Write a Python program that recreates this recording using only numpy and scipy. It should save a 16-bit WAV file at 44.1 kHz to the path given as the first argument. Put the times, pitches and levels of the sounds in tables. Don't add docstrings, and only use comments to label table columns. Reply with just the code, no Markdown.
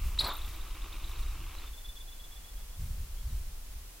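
import sys
import numpy as np
from scipy import signal
from scipy.fft import rfft, irfft
from scipy.io import wavfile
from scipy.ndimage import uniform_filter1d

SR = 44100
rng = np.random.default_rng(int(sys.argv[2]) if len(sys.argv) > 2 else 0)


def dump_mix(stems):
    frames = np.atleast_2d(stems).T
    limited = np.clip(frames, -1, 1)
    pcm = np.round(limited * 32767).astype(np.int16)
    wavfile.write(sys.argv[1], SR, pcm)


N = 176400
T = np.arange(N) / SR

# t/s, rumble level/dB, buffet level/dB
GUSTS = [(0.0, -36.5, -43.5), (0.07, -27, -37), (0.15, -36.5, -45.5), (0.24, -38.5, -38),
         (0.31, -42, -62.5), (0.49, -33, -44.5), (0.53, -38, -55), (1.02, -39.5, -51), (1.1, -32, -49.5),
         (1.15, -43.5, -58.5), (1.2, -31, -46), (1.46, -40.5, -47.5), (1.59, -41, -61), (2.49, -47.5, -64),
         (2.6, -36.5, -53), (2.64, -43.5, -63), (2.76, -45, -58), (2.8, -38.5, -36.5), (3.04, -36.5, -44),
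         (3.11, -49, -48.5), (3.14, -36.5, -55), (3.33, -38.5, -34), (3.35, -34, -43), (3.69, -45, -65.5),
         (3.72, -38.5, -50), (4.0, -55.5, -68.5)]
# f/Hz, relative level/dB
RUMBLE_EQ = [(10, -14), (20, -1), (28, 1), (42, -2), (58, -8), (75, -20.5), (120, -52.5)]
BUFFET_EQ = [(35, -24.5), (60, 2), (75, -1), (100, -8.5), (140, -19), (200, -27), (400, -52.5)]
AIR_EQ = [(76, -27), (130, -1), (237, -5.5), (631, -8), (1110, -8), (1320, -10), (2140, -11), (3390, -10),
          (3670, -11.5), (12700, -11.5), (15500, -12.5)]
RUSTLE_EQ = [(120, -36), (200, -11.5), (332, 3), (511, -14), (1170, 2), (1730, -10.5), (2550, -0.5),
             (3920, -11), (7000, -18.5), (9100, -49), (15400, -120)]
SWISH_EQ = [(71, -36.5), (120, -2), (280, -8.5), (981, -5.5), (1760, -10.5), (2390, -5.5), (2750, -18.5),
            (4120, -3.5), (6550, -28), (7700, -20.5), (8350, -23.5), (10200, -22.5), (15000, -27)]
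FLICK_EQ = [(4000, -22), (7000, -5.5), (12000, 3), (15000, -9.5)]
# f/Hz, side level over mid/dB
AIR_WIDTH = [(130, -12.5), (300, -3), (1000, -2.5), (3000, 0), (6000, 1), (15000, 0.5)]
# t/s, centre f/Hz, level/dB
ARM_RUSH = [(.2, 700, -47.5), (.25, 1050, -41.5), (.285, 1050, -38), (.31, 1200, -43.5), (.34, 1150, -43.5),
            (.37, 1250, -54), (.45, 1200, -61), (.65, 1150, -66.5), (1.3, 1100, -73.5)]
EDGE_HISS = [(.19, 4300, -50.5), (.22, 4100, -49), (.27, 4000, -44), (.33, 3750, -50.5), (.42, 3700, -60),
             (.7, 3700, -67), (1.1, 3800, -63), (1.4, 3800, -75.5), (1.6, 3800, -60.5), (1.75, 3500, -72)]
# centre t/s, length/s, f/Hz, glide/oct, level/dB
ARM_CHIRPS = [(.1945, .013, 4060, .22, -23), (.202, .008, 4750, .12, -36), (.2095, .012, 3830, .03, -27.5),
              (.221, .013, 4150, -.15, -39), (.2465, .010, 4220, .25, -32.5),
              (.271, .014, 4060, -.05, -37.5), (.3035, .012, 3640, -.12, -37.5),
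              (.322, .016, 3600, -.1, -41.5), (.356, .013, 3740, .25, -44.5),
              (.392, .011, 3470, -.1, -50.5), (.418, .010, 3730, .2, -47), (.449, .009, 3480, .1, -50.5),
              (.514, .009, 3690, .15, -55), (.545, .009, 3810, .15, -53.5), (.615, .012, 3680, .17, -50.5),
              (.717, .010, 3780, -.1, -58.5), (.749, .011, 3720, -.1, -53.5), (.822, .013, 3680, .2, -51.5),
              (.849, .010, 3700, .15, -57.5), (.931, .012, 3690, .22, -49.5), (.964, .014, 3720, .15, -55),
              (1.003, .011, 3660, -.1, -59.5), (1.045, .010, 3740, .2, -46.5),
              (1.056, .008, 4000, .05, -55.5), (1.079, .016, 3780, .22, -52), (1.117, .012, 3660, -.2, -50),
              (1.162, .011, 3780, .2, -55.5), (1.193, .013, 3720, -.2, -52),
              (1.230, .024, 3880, -.27, -53.5), (1.283, .015, 3780, .2, -57),
              (1.311, .014, 3800, -.15, -61), (1.484, .012, 3660, -.1, -61),
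              (1.546, .014, 4000, .08, -60.5), (1.569, .016, 3830, -.1, -56.5),
              (1.587, .016, 3980, .08, -53)]
RELEASE_SQUEAKS = [(.203, .008, 11100, .15, -42.5), (.209, .008, 12200, 0, -45),
                   (.218, .008, 10500, -.06, -44.5), (.246, .012, 10500, .12, -46),
                   (.255, .009, 7900, 0, -45), (.274, .014, 14050, -.02, -47.5),
                   (.283, .015, 15250, -.03, -40.5), (.338, .014, 14050, 0, -49.5),
                   (.354, .009, 9200, -.03, -52.5), (.369, .018, 14080, .01, -47.5),
                   (.385, .008, 9150, -.04, -52), (.465, .016, 14050, .01, -56),
                   (.56, .014, 14100, .01, -56.5)]
FAR_NOTES = [(1.27, .11, 2820, -.01, -67.5), (1.47, .13, 2810, 0, -66.5), (3.19, .06, 3290, .13, -63)]
# t/s, f/Hz, level/dB
FALLING_CALL = [(3.255, 5200, -72), (3.28, 4400, -63), (3.295, 3950, -64), (3.32, 3750, -65),
                (3.35, 3600, -72)]
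# t/s, f/Hz, level/dB
WHISTLE_PATH = [(1.63, 3550, -53.5), (1.75, 3500, -53.5), (1.81, 3500, -49), (1.86, 3495, -46.5),
                (1.99, 3470, -48), (2.11, 3455, -52), (2.23, 3415, -50.5), (2.35, 3435, -51.5),
                (2.47, 3400, -54.5), (2.6, 3400, -61), (2.74, 3380, -60.5), (2.87, 3350, -70.5)]
# delay in the turn/s, length/s, pitch offset/Hz, level offset/dB
ARM_NOTES = [(0, .027, -26.5, -2.5), (.040, .029, 28, -2.5), (.069, .022, 39.5, -13)]


def amp(db):
    return 10 ** (np.asarray(db) / 20)


def unit(x):
    return x / np.sqrt(np.mean(x ** 2))


def curve(rows, column):
    rows = np.array(rows)
    return np.interp(T, rows[:, 0], rows[:, column])


def gate(rows):
    return uniform_filter1d(1. * ((T > rows[0][0]) & (T < rows[-1][0])), size=300)


def equalise(x, eq):
    hz, db = np.array(eq).T
    f = np.arange(N // 2 + 1) * SR / N
    gain = amp(np.interp(np.log(f + 1), np.log(hz), db))
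    return irfft(rfft(x) * gain, N)


def noise(eq):
    return unit(equalise(rng.standard_normal(N), eq))


def flutter(hz):
    f = np.arange(N // 2 + 1) * SR / N
    return unit(irfft(rfft(rng.standard_normal(N)) / (1 + (f / hz) ** 2), N))


def grainy(x, depth_db, rate_hz):
    return unit(x * amp(depth_db * flutter(rate_hz)))


def wind():
    out = np.zeros(N)
    for eq, column in ((RUMBLE_EQ, 1), (BUFFET_EQ, 2)):
        eddies = noise(eq)
        running_rms = np.sqrt(uniform_filter1d(eddies ** 2, size=6000))
        out += amp(curve(GUSTS, column)) * eddies / running_rms
    return out


def air():
    mid = noise(AIR_EQ)
    side = equalise(noise(AIR_EQ), AIR_WIDTH)
    return amp(-55.5) * np.array([mid + side, mid - side])


def rustle(end_s=1.7344, fade_s=.0835):
    fade = np.clip((end_s - T) / fade_s, 0, 1)
    return amp(-54) * fade * grainy(noise(RUSTLE_EQ), depth_db=3, rate_hz=250)


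def swish(start_s=.192, attack_s=.0297, hold_s=.0369, decay_s=.0324):
    rise = np.clip((T - start_s) / attack_s, 0, 1)
    fall = np.exp(-np.maximum(T - start_s - attack_s - hold_s, 0) / decay_s)
    return amp(-38) * rise * fall * grainy(noise(SWISH_EQ), depth_db=3.5, rate_hz=90)


def vortices(rows, width_hz, grain_db):
    phase = 2 * np.pi * np.cumsum(curve(rows, 1)) / SR
    band = flutter(width_hz / 2) * np.cos(phase) + flutter(width_hz / 2) * np.sin(phase)
    return grainy(band, grain_db, rate_hz=40) * amp(curve(rows, 2)) * gate(rows)


def tones(rows, rough, flutter_hz, arch_oct=0., overtones_db=()):
    out = np.zeros(N)
    shake, slip = flutter(flutter_hz), flutter(flutter_hz)
    for centre, length, hz, glide, db in rows:
        i = np.flatnonzero(np.abs(T - centre) < length)
        position = (T[i] - centre) / length
        pitch = hz * 2 ** (glide * position - arch_oct * (2 * position) ** 2)
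        phase = 2 * np.pi * np.cumsum(pitch) / SR + 2 * rough * slip[i]
        wave = np.sin(phase)
        for harmonic, harmonic_db in enumerate(overtones_db, start=2):
            wave += amp(harmonic_db) * np.sin(harmonic * phase)
        swell = np.exp(-np.abs(2.3 * position) ** 2.6)
        tremble = np.exp(rough * shake[i] - rough ** 2)
        out[i] += np.sqrt(2) * amp(db) * swell * tremble * wave
    return out


def chirps():
    body = tones(ARM_CHIRPS, rough=.22, flutter_hz=450, overtones_db=(-20, -32))
    return body + tones(RELEASE_SQUEAKS, rough=.3, flutter_hz=500)


def flick(start_s=.2769, decay_s=.0131):
    fall = (T >= start_s) * np.exp(-np.maximum(T - start_s, 0) / decay_s)
    return amp(-68.2) * fall * grainy(noise(FLICK_EQ), depth_db=3.5, rate_hz=300)


def bird():
    phase = 2 * np.pi * np.cumsum(curve(FALLING_CALL, 1)) / SR + .4 * flutter(150)
    call = np.sin(phase) * amp(curve(FALLING_CALL, 2)) * gate(FALLING_CALL)
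    return call + tones(FAR_NOTES, rough=.4, flutter_hz=70)


def whistle(start_s=1.634, turn_s=.1091, slowing_s=.0011, turns=11):
    times, hz, db = np.array(WHISTLE_PATH).T
    notes = []
    for turn in range(turns):
        for delay, length, offset_hz, offset_db in ARM_NOTES:
            centre = start_s + turn_s * turn + slowing_s * turn ** 2 + delay
            pitch = np.interp(centre, times, hz) + offset_hz
            level = np.interp(centre, times, db) + offset_db
            notes.append((centre, length, pitch, 0, level))
    return tones(notes, rough=.13, flutter_hz=200, arch_oct=.025)


def scatter(x, t60_s):
    t = T[:SR // 2]
    impulse = rng.standard_normal(len(t)) * np.exp(-np.log(1000) * t / t60_s)
    return signal.fftconvolve(x, impulse / np.linalg.norm(impulse))[:N]


def yard(x, wall_delay_s=.012):
    slap = amp(-20) * np.interp(T - wall_delay_s, T, x)
    side = amp(-28) * scatter(x, t60_s=.03)
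    tail = amp(-20) * np.array([scatter(x, t60_s=.45) for _ in range(2)])
    return x + slap + np.array([side, -side]) + tail


def scene():
    bed = wind() + air()
    sources = rustle() + swish()
    sources += vortices(ARM_RUSH, width_hz=750, grain_db=2)
    sources += vortices(EDGE_HISS, width_hz=800, grain_db=1)
    sources += chirps() + flick() + bird() + whistle()
    return bed + yard(sources)


def record(dry, top_hz=15850):
    return signal.sosfiltfilt(signal.ellip(10, .1, 70, top_hz, fs=SR, output="sos"), dry)


dry = scene()
out = record(dry)
dump_mix(out)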